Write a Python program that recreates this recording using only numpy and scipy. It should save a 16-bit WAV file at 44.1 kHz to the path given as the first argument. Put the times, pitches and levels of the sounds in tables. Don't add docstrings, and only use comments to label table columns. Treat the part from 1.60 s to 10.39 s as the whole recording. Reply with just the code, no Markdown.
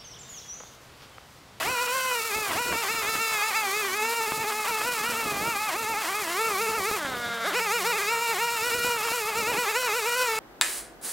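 import sys
import numpy as np
from scipy import signal
from scipy.fft import rfft, irfft, next_fast_len
from scipy.io import wavfile
from scipy.ndimage import uniform_filter1d

SR = 44100
rng = np.random.default_rng(int(sys.argv[2]) if len(sys.argv) > 2 else 0)


def output_pcm(signal):
    pcm = np.clip(np.atleast_2d(signal).T, -1, 1) * 32767
    wavfile.write(sys.argv[1], SR, np.round(pcm).astype(np.int16))


N = 387638
WORKING_HZ = 451

# f/Hz, likeness (1 = the same)
STEREO_LIKENESS = [(100, 0.79), (300, 1), (800, 1), (2500, 1), (4500, 0.99), (9000, 0.92), (14000, 0.9)]


def from_db(db):
    return 10 ** (np.asarray(db) / 20)


def to_db(gain):
    return 20 * np.log10(gain)


def rms_one(x):
    return x / np.sqrt(np.mean(x ** 2) + 1e-20)


def in_time(rows):
    times, *columns = np.transpose(rows)
    return [np.interp(np.arange(N) / SR, times, column) for column in columns]


def at_hz(points, hz):
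    table_hz, values = np.transpose(points)
    return np.interp(np.log(hz), np.log(table_hz), values)


def drift(rate):
    pole = np.exp(-40 * np.pi * rate / SR)
    slow = signal.lfilter([1], [1, -2 * pole, pole * pole], rng.standard_normal(N // 20 + 4002))[4000:]
    return np.interp(np.arange(N) / 20, np.arange(len(slow)), rms_one(slow))


def swell(peak_s, rise_s, fall_s, hold_s=0):
    t = np.arange(0, N, 20) / SR - peak_s
    shape = np.exp(-(np.minimum(t, 0) / rise_s) ** 2 - (np.maximum(t - hold_s, 0) / fall_s) ** 2)
    return np.interp(np.arange(N) / 20, np.arange(len(shape)), shape)


def turn(hz):
    return 2 * np.pi * np.cumsum(hz) / SR


def sine(phase, level_db):
    return np.sqrt(2) * from_db(level_db) * np.cos(phase)


def white():
    return rng.standard_normal((2, N))


def coloured(noises, colour, likeness=STEREO_LIKENESS):
    size = next_fast_len(N + SR // 10)
    hz = np.maximum(np.fft.rfftfreq(size, 1 / SR), 1)
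    mid, side = rfft(noises, size) * from_db(at_hz(colour, hz)) * hz / (hz + 10)
    alike = np.clip(at_hz(likeness, hz), 0, 1)
    left_right = np.sqrt(1 + alike) * mid + np.sqrt(1 - alike) * side * [[1], [-1]]
    return rms_one(irfft(left_right, size)[:, :N])


def throttle_shut(throttle, shut_hz=275, open_hz=376, catch_s=.07):
    t = np.arange(N) / SR
    shut = np.clip((open_hz - throttle) / (open_hz - shut_hz), 0, 1)
    return np.maximum(shut, np.interp(t - catch_s, t, shut))


def grass_bites(brush_db=-47, recover_s=.016):
    # t/s when slowest, slowing time/s, speed lost/Hz, relative level/dB
    bites = [(0.025, 0.084, 206, -33), (0.186, 0.052, 55, -47), (0.284, 0.044, 38, -40),
             (0.628, 0.091, 53, -56), (0.721, 0.027, 68, -39), (0.837, 0.13, 80, -59),
             (0.896, 0.023, 8.8, -44), (0.941, 0.055, 175, -33), (1.151, 0.022, 39, -39),
             (1.264, 0.04, 84, -34), (1.449, 0.024, 41, -34), (1.571, 0.019, 15, -37),
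             (1.803, 0.073, 31.5, -39), (1.927, 0.02, 81, -33), (2.105, 0.092, 74, -42),
             (2.306, 0.097, 86, -42), (2.416, 0.047, 28, -53), (2.672, 0.013, 32, -47),
             (2.729, 0.012, 25.6, -41), (2.78, 0.017, 24.2, -46), (2.85, 0.018, 25, -42),
             (2.93, 0.022, 20.6, -36.5), (3.064, 0.013, 37.4, -31), (3.193, 0.1, 85, -41),
             (3.225, 0.015, 15, -32), (3.413, 0.069, 86, -40), (3.545, 0.033, 43, -39),
             (3.766, 0.15, 86, -41), (3.963, 0.028, 63, -45), (4.022, 0.068, 29, -59),
             (4.127, 0.038, 141, -37), (4.257, 0.015, 31.6, -41), (4.353, 0.013, 45, -50),
             (4.459, 0.031, 114, -35), (4.52, 0.062, 47, -40), (4.665, 0.048, 68, -50),
             (4.735, 0.093, 94, -39), (4.96, 0.056, 84, -45), (5.073, 0.012, 24, -41),
             (5.127, 0.014, 30, -41), (5.233, 0.055, 84, -46), (5.313, 0.012, 39, -41),
             (5.385, 0.024, 10, -37), (5.471, 0.018, 9.2, -39), (5.922, 0.019, 170, -37),
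             (6.003, 0.012, 52, -28), (6.095, 0.046, 85, -43), (6.226, 0.036, 127, -45),
             (6.341, 0.018, 65, -48), (6.398, 0.022, 75, -41), (6.455, 0.036, 69, -40),
             (6.764, 0.032, 108, -40), (7.006, 0.044, 42, -43), (7.115, 0.016, 26.5, -35),
             (7.412, 0.047, 61, -43), (7.499, 0.037, 45, -38), (7.645, 0.052, 72, -47),
             (7.741, 0.05, 82, -38), (7.848, 0.047, 68, -56.5), (7.952, 0.029, 97, -36),
             (8.072, 0.03, 105, -40), (8.134, 0.025, 96, -40), (8.316, 0.048, 96, -38),
             (8.434, 0.04, 102, -51), (8.528, 0.048, 44, -47), (8.755, 0.083, 77, -41)]
    sag_hz = 0
    power = from_db(brush_db + 5 * np.tanh(drift(8.3))) ** 2
    for t, slowing_s, lost_hz, db in bites:
        sag_hz += lost_hz * swell(t, slowing_s, recover_s + .4 * slowing_s)
        tearing = swell(t - .57 * slowing_s, slowing_s, slowing_s)
        power += (from_db(db) * tearing) ** 2
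    return sag_hz, to_db(np.sqrt(power))


def line_buzz(speed, phase, shut, load, coast_hz=234, ring_hz=2450, edge_hz=2950, flutter_db=3):
    # t/s, relative level/dB
    first = [(0, -42), (0.15, -39), (1.8, -44), (2.0, -48.0), (2.1, -36.0), (3.74, -42), (3.99, -49),
             (4.04, -56), (4.14, -40), (4.44, -43), (4.84, -34.0), (7.08, -38), (8.79, -35.5)]
    second = [(0, -34.5), (0.5, -35.5), (0.65, -44.5), (0.95, -33.5), (1.45, -43.5), (2.05, -31),
              (2.24, -46), (2.44, -33.0), (3.54, -39.5), (4.24, -33), (4.59, -37.5), (6.34, -34),
              (6.44, -46.5), (6.54, -31.5), (6.98, -33.5), (7.23, -50), (7.28, -35.5), (8.79, -36.5)]
    third = [(0, -41.5), (2.1, -36.0), (2.9, -41.5), (3.3, -37.5), (4.7, -37.5), (4.82, -31.5), (5.2, -35),
             (6.4, -35.5), (7.6, -38.5), (8.79, -36.0)]
    upper = [(0, -40), (1.1, -39.5), (1.7, -36.5), (2.5, -38), (2.9, -41.0), (3.3, -39.5), (4.6, -41.0),
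             (4.85, -37.5), (5.13, -42), (5.27, -39), (6.6, -37), (7.7, -40.5), (8.2, -36.5), (8.79, -38.5)]
    # harmonic number, level/dB added to upper
    pulse_shape = [(4, -2.5), (5, -1), (6, -1), (7, -14.5), (8, -1.5), (9, 0), (10, -12.5), (11, 0),
                   (12, -3), (13, -17), (14, -4), (16, -2), (18, -9), (23, -12.5), (34, -12)]
    # t/s, added level/dB
    overtones = [(0, -0.5), (.7, -3.5), (1.3, 0), (2.2, -1), (3, -4), (5.2, -3.5), (6, -1), (7.5, -2),
                 (8.1, -0.5), (8.79, -1.5)]
    # f/Hz, level/dB at the speed coast_hz
    coast_colour = [(230, -52), (470, -43.5), (700, -41), (950, -48.5), (1150, -43.5), (1380, -37),
                    (1650, -40), (1850, -50), (2150, -43), (2500, -59.5), (3450, -50), (3720, -45.5),
                    (4000, -55.5), (8000, -64)]

    speed_db = to_db(speed / WORKING_HZ)
    low_db = [in_time(curve)[0] + rise * speed_db
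              for curve, rise in ((first, 1.7), (second, 2.47), (third, 1))]
    upper_db = in_time(upper)[0] + speed_db
    overtone_db, = in_time(overtones)
    coast_db = 1.4 * to_db(speed / coast_hz)
    shaken = phase + (.051 * load + .045 * shut) * drift(50)
    throb_db = 1.14 * drift(16.5)
    buzz = 0
    for k in range(1, int(pulse_shape[-1][0]) + 1):
        hz = k * speed
        level_db = low_db[k - 1] if k <= 3 else upper_db + np.interp(k, *np.transpose(pulse_shape))
        level_db = level_db + overtone_db * (k > 6)
        level_db += 3.5 / (1 + ((hz - ring_hz) / 380) ** 2)
        level_db -= 7 * (1 + np.tanh((hz - edge_hz) / 180)) / 2
        level_db = (1 - shut) * level_db + shut * (at_hz(coast_colour, hz) + coast_db)
        level_db += throb_db + flutter_db * np.tanh(drift(17.3))
        spread = .22 * k * k
        buzz += sine(k * shaken + spread, level_db)
    return buzz


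def drive_whine(speed, phase, working_db=-42, cycles_per_pass=20 / 7, flutter_db=7):
    # harmonic number, relative level/dB
    harmonics = [(1, 0), (2, -8.5), (3, -40), (4, -32)]
    level_db = working_db + 2.3 * to_db(speed / WORKING_HZ)
    spin = cycles_per_pass * phase + .83 * drift(25)
    return sum(sine(k * spin, level_db + db + flutter_db * np.tanh(drift(33))) for k, db in harmonics)


def grass_thrash(phase, bite_db, lumpy_db=4.5, gain_db=1):
    # f/Hz, relative level/dB
    colour = [(200, -18.5), (450, -2.5), (700, -1), (1100, 6), (1700, 1), (2500, -3), (3300, -1.5),
              (6000, -59), (16000, -40)]
    bursts = (1 + .51 * np.cos(phase)) * from_db(lumpy_db * np.tanh(drift(49)))
    return from_db(bite_db + gain_db) * coloured(white() * bursts, colour)


def clipping_spray(throttle, phase, load, base_db=-35.5, ticks_per_s=900):
    # f/Hz, relative level/dB
    colour = [(300, -11.5), (1500, -9), (3200, -2.5), (4200, 2.5), (5200, 1), (6200, -0.5), (7200, 1.5),
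              (9500, 0), (12500, -1), (16000, -4.5)]
    level_db = base_db + .57 * to_db(throttle / WORKING_HZ) + .068 * to_db(load) + .92 * drift(4.1)
    ticks = (rng.random(N) < ticks_per_s / SR) * white() * 1.7
    rush = white() * (1 + .31 * np.cos(phase))
    flicker = from_db(1.46 * drift(37))
    return from_db(level_db) * coloured((rush + ticks) * flicker, colour)


def far_drone_and_air(air_db=-50, waver_db=3.5):
    # t/s, f/Hz, level/dB
    drone_path = [(0, 252.3, -64.5), (1.8, 242, -67.5), (2.2, 242.9, -55), (3, 236.1, -60.5),
                  (3.6, 230.9, -54.5), (4.4, 216, -65), (5.1, 202.9, -54.5), (5.9, 188.2, -53),
                  (6.5, 179, -57), (7.2, 175.9, -66), (8.8, 169.2, -84)]
    # f/Hz, relative level/dB
    colour = [(30, -14), (150, -5.5), (400, -10.5), (560, -4), (680, 7), (850, -28), (2000, 1), (8000, -43)]
    hz, level_db = in_time(drone_path)
    phase = turn(hz)
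    drone = sine(phase, level_db + waver_db * drift(5.9))
    drone += sine(3 * phase, level_db - 3 + waver_db * drift(2.2))
    return drone + from_db(air_db) * coloured(white(), colour)


def wind(calm_db=-54, lumpy_db=7, gust_gain_db=-1.5, edge_s=.021):
    # t/s at the start, length/s, relative level/dB
    gusts = [(0.055, 0.077, -42), (0.774, 0.032, -40.5), (0.901, 0.09, -40), (1.075, 0.095, -39.5),
             (1.25, 0.12, -46.5), (1.45, 0.14, -49), (1.695, 0.044, -55), (2.7, 0.13, -44),
             (3.23, 0.21, -49), (3.484, 0.086, -43), (3.646, 0.29, -39), (4.17, 0.2, -44.5),
             (4.581, 0.042, -50.5), (4.911, 0.033, -48), (5.11, 0.11, -44), (5.311, 0.036, -47),
             (5.438, 0.24, -43), (7.04, 0.25, -46.5), (7.37, 0.12, -47.5), (7.77, 0.25, -43)]
    # f/Hz, relative level/dB
    colour = [(25, -11), (60, -3.5), (110, -2), (200, -1.5), (350, -0.5), (700, -3.5), (2000, -28)]
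    # f/Hz, likeness (1 = the same)
    likeness = [(30, 0.93), (300, 0.92)]
    gusting = sum(from_db(db + gust_gain_db) * swell(t, edge_s, edge_s, length)
                  for t, length, db in gusts)
    rumble = coloured(white() * from_db(lumpy_db * np.tanh(drift(28))), colour, likeness)
    return rumble * (from_db(calm_db) + gusting) * from_db([[-1.7], [1.7]])


def wind_pops(fade_s=.017, band_hz=(170, 1300), gain_db=-5):
    # t/s, relative peak level/dB
    pops = [(0.784, -22), (1.084, -25), (1.117, -23), (1.126, -16.5), (1.131, -18), (1.554, -23),
            (2.168, -37), (2.384, -35), (2.721, -21), (3.11, -23), (4.299, -33), (4.339, -28), (5.176, -28),
            (5.313, -20), (5.448, -21), (7.246, -19), (7.466, -27), (7.517, -20), (7.824, -30),
            (7.916, -15.5)]
    t, puffs = np.arange(N) / SR, np.zeros(N)
    for pop_s, db in pops:
        puffs[np.searchsorted(t, pop_s)] = from_db(db + gain_db)
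    fading = signal.lfilter([1], [1, -from_db(-60 / (fade_s * SR))], puffs + 1e-18)
    band = signal.butter(2, band_hz, "band", fs=SR, output="sos")
    return fading * rms_one(signal.sosfilt(band, rng.standard_normal(N)))


def scene(usual_bite_db=-42, coasting_spray_db=-5, surge_db=3.5, surge_hz_per_s=5800):
    # t/s, f/Hz
    free_speed = [(0.0, 527), (0.36, 519), (1.08, 492), (1.4, 448), (2.6, 459), (3.04, 428), (3.09, 508),
                  (3.6, 495), (4.4, 440), (5.28, 465), (5.34, 444), (5.42, 298), (5.55, 243), (5.84, 228),
                  (5.88, 415), (5.97, 493), (6.6, 464), (8.2, 512), (8.79, 507)]
    throttle, = in_time(free_speed)
    shut = throttle_shut(throttle)
    sag_hz, bite_db = grass_bites()
    snags = 1 + .013 * (1 - shut) * drift(22)
    speed = (throttle - sag_hz) * snags
    phase = turn(speed)
    load = from_db(bite_db - usual_bite_db)
    acceleration = uniform_filter1d(np.gradient(throttle - sag_hz) * SR, size=1200)
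    surge = from_db(surge_db * np.tanh(acceleration / surge_hz_per_s))
    tones = surge * line_buzz(speed, phase, shut, load) + drive_whine(speed, phase)
    hiss = from_db(coasting_spray_db * shut) * clipping_spray(throttle, phase, load)
    return tones + grass_thrash(phase, bite_db) + hiss + wind_pops() + wind() + far_drone_and_air()


def record(dry, cutoff_hz=16000):
    return signal.sosfilt(signal.ellip(12, .1, 90, cutoff_hz, fs=SR, output="sos"), dry)


dry = scene()
out = record(dry)
output_pcm(out)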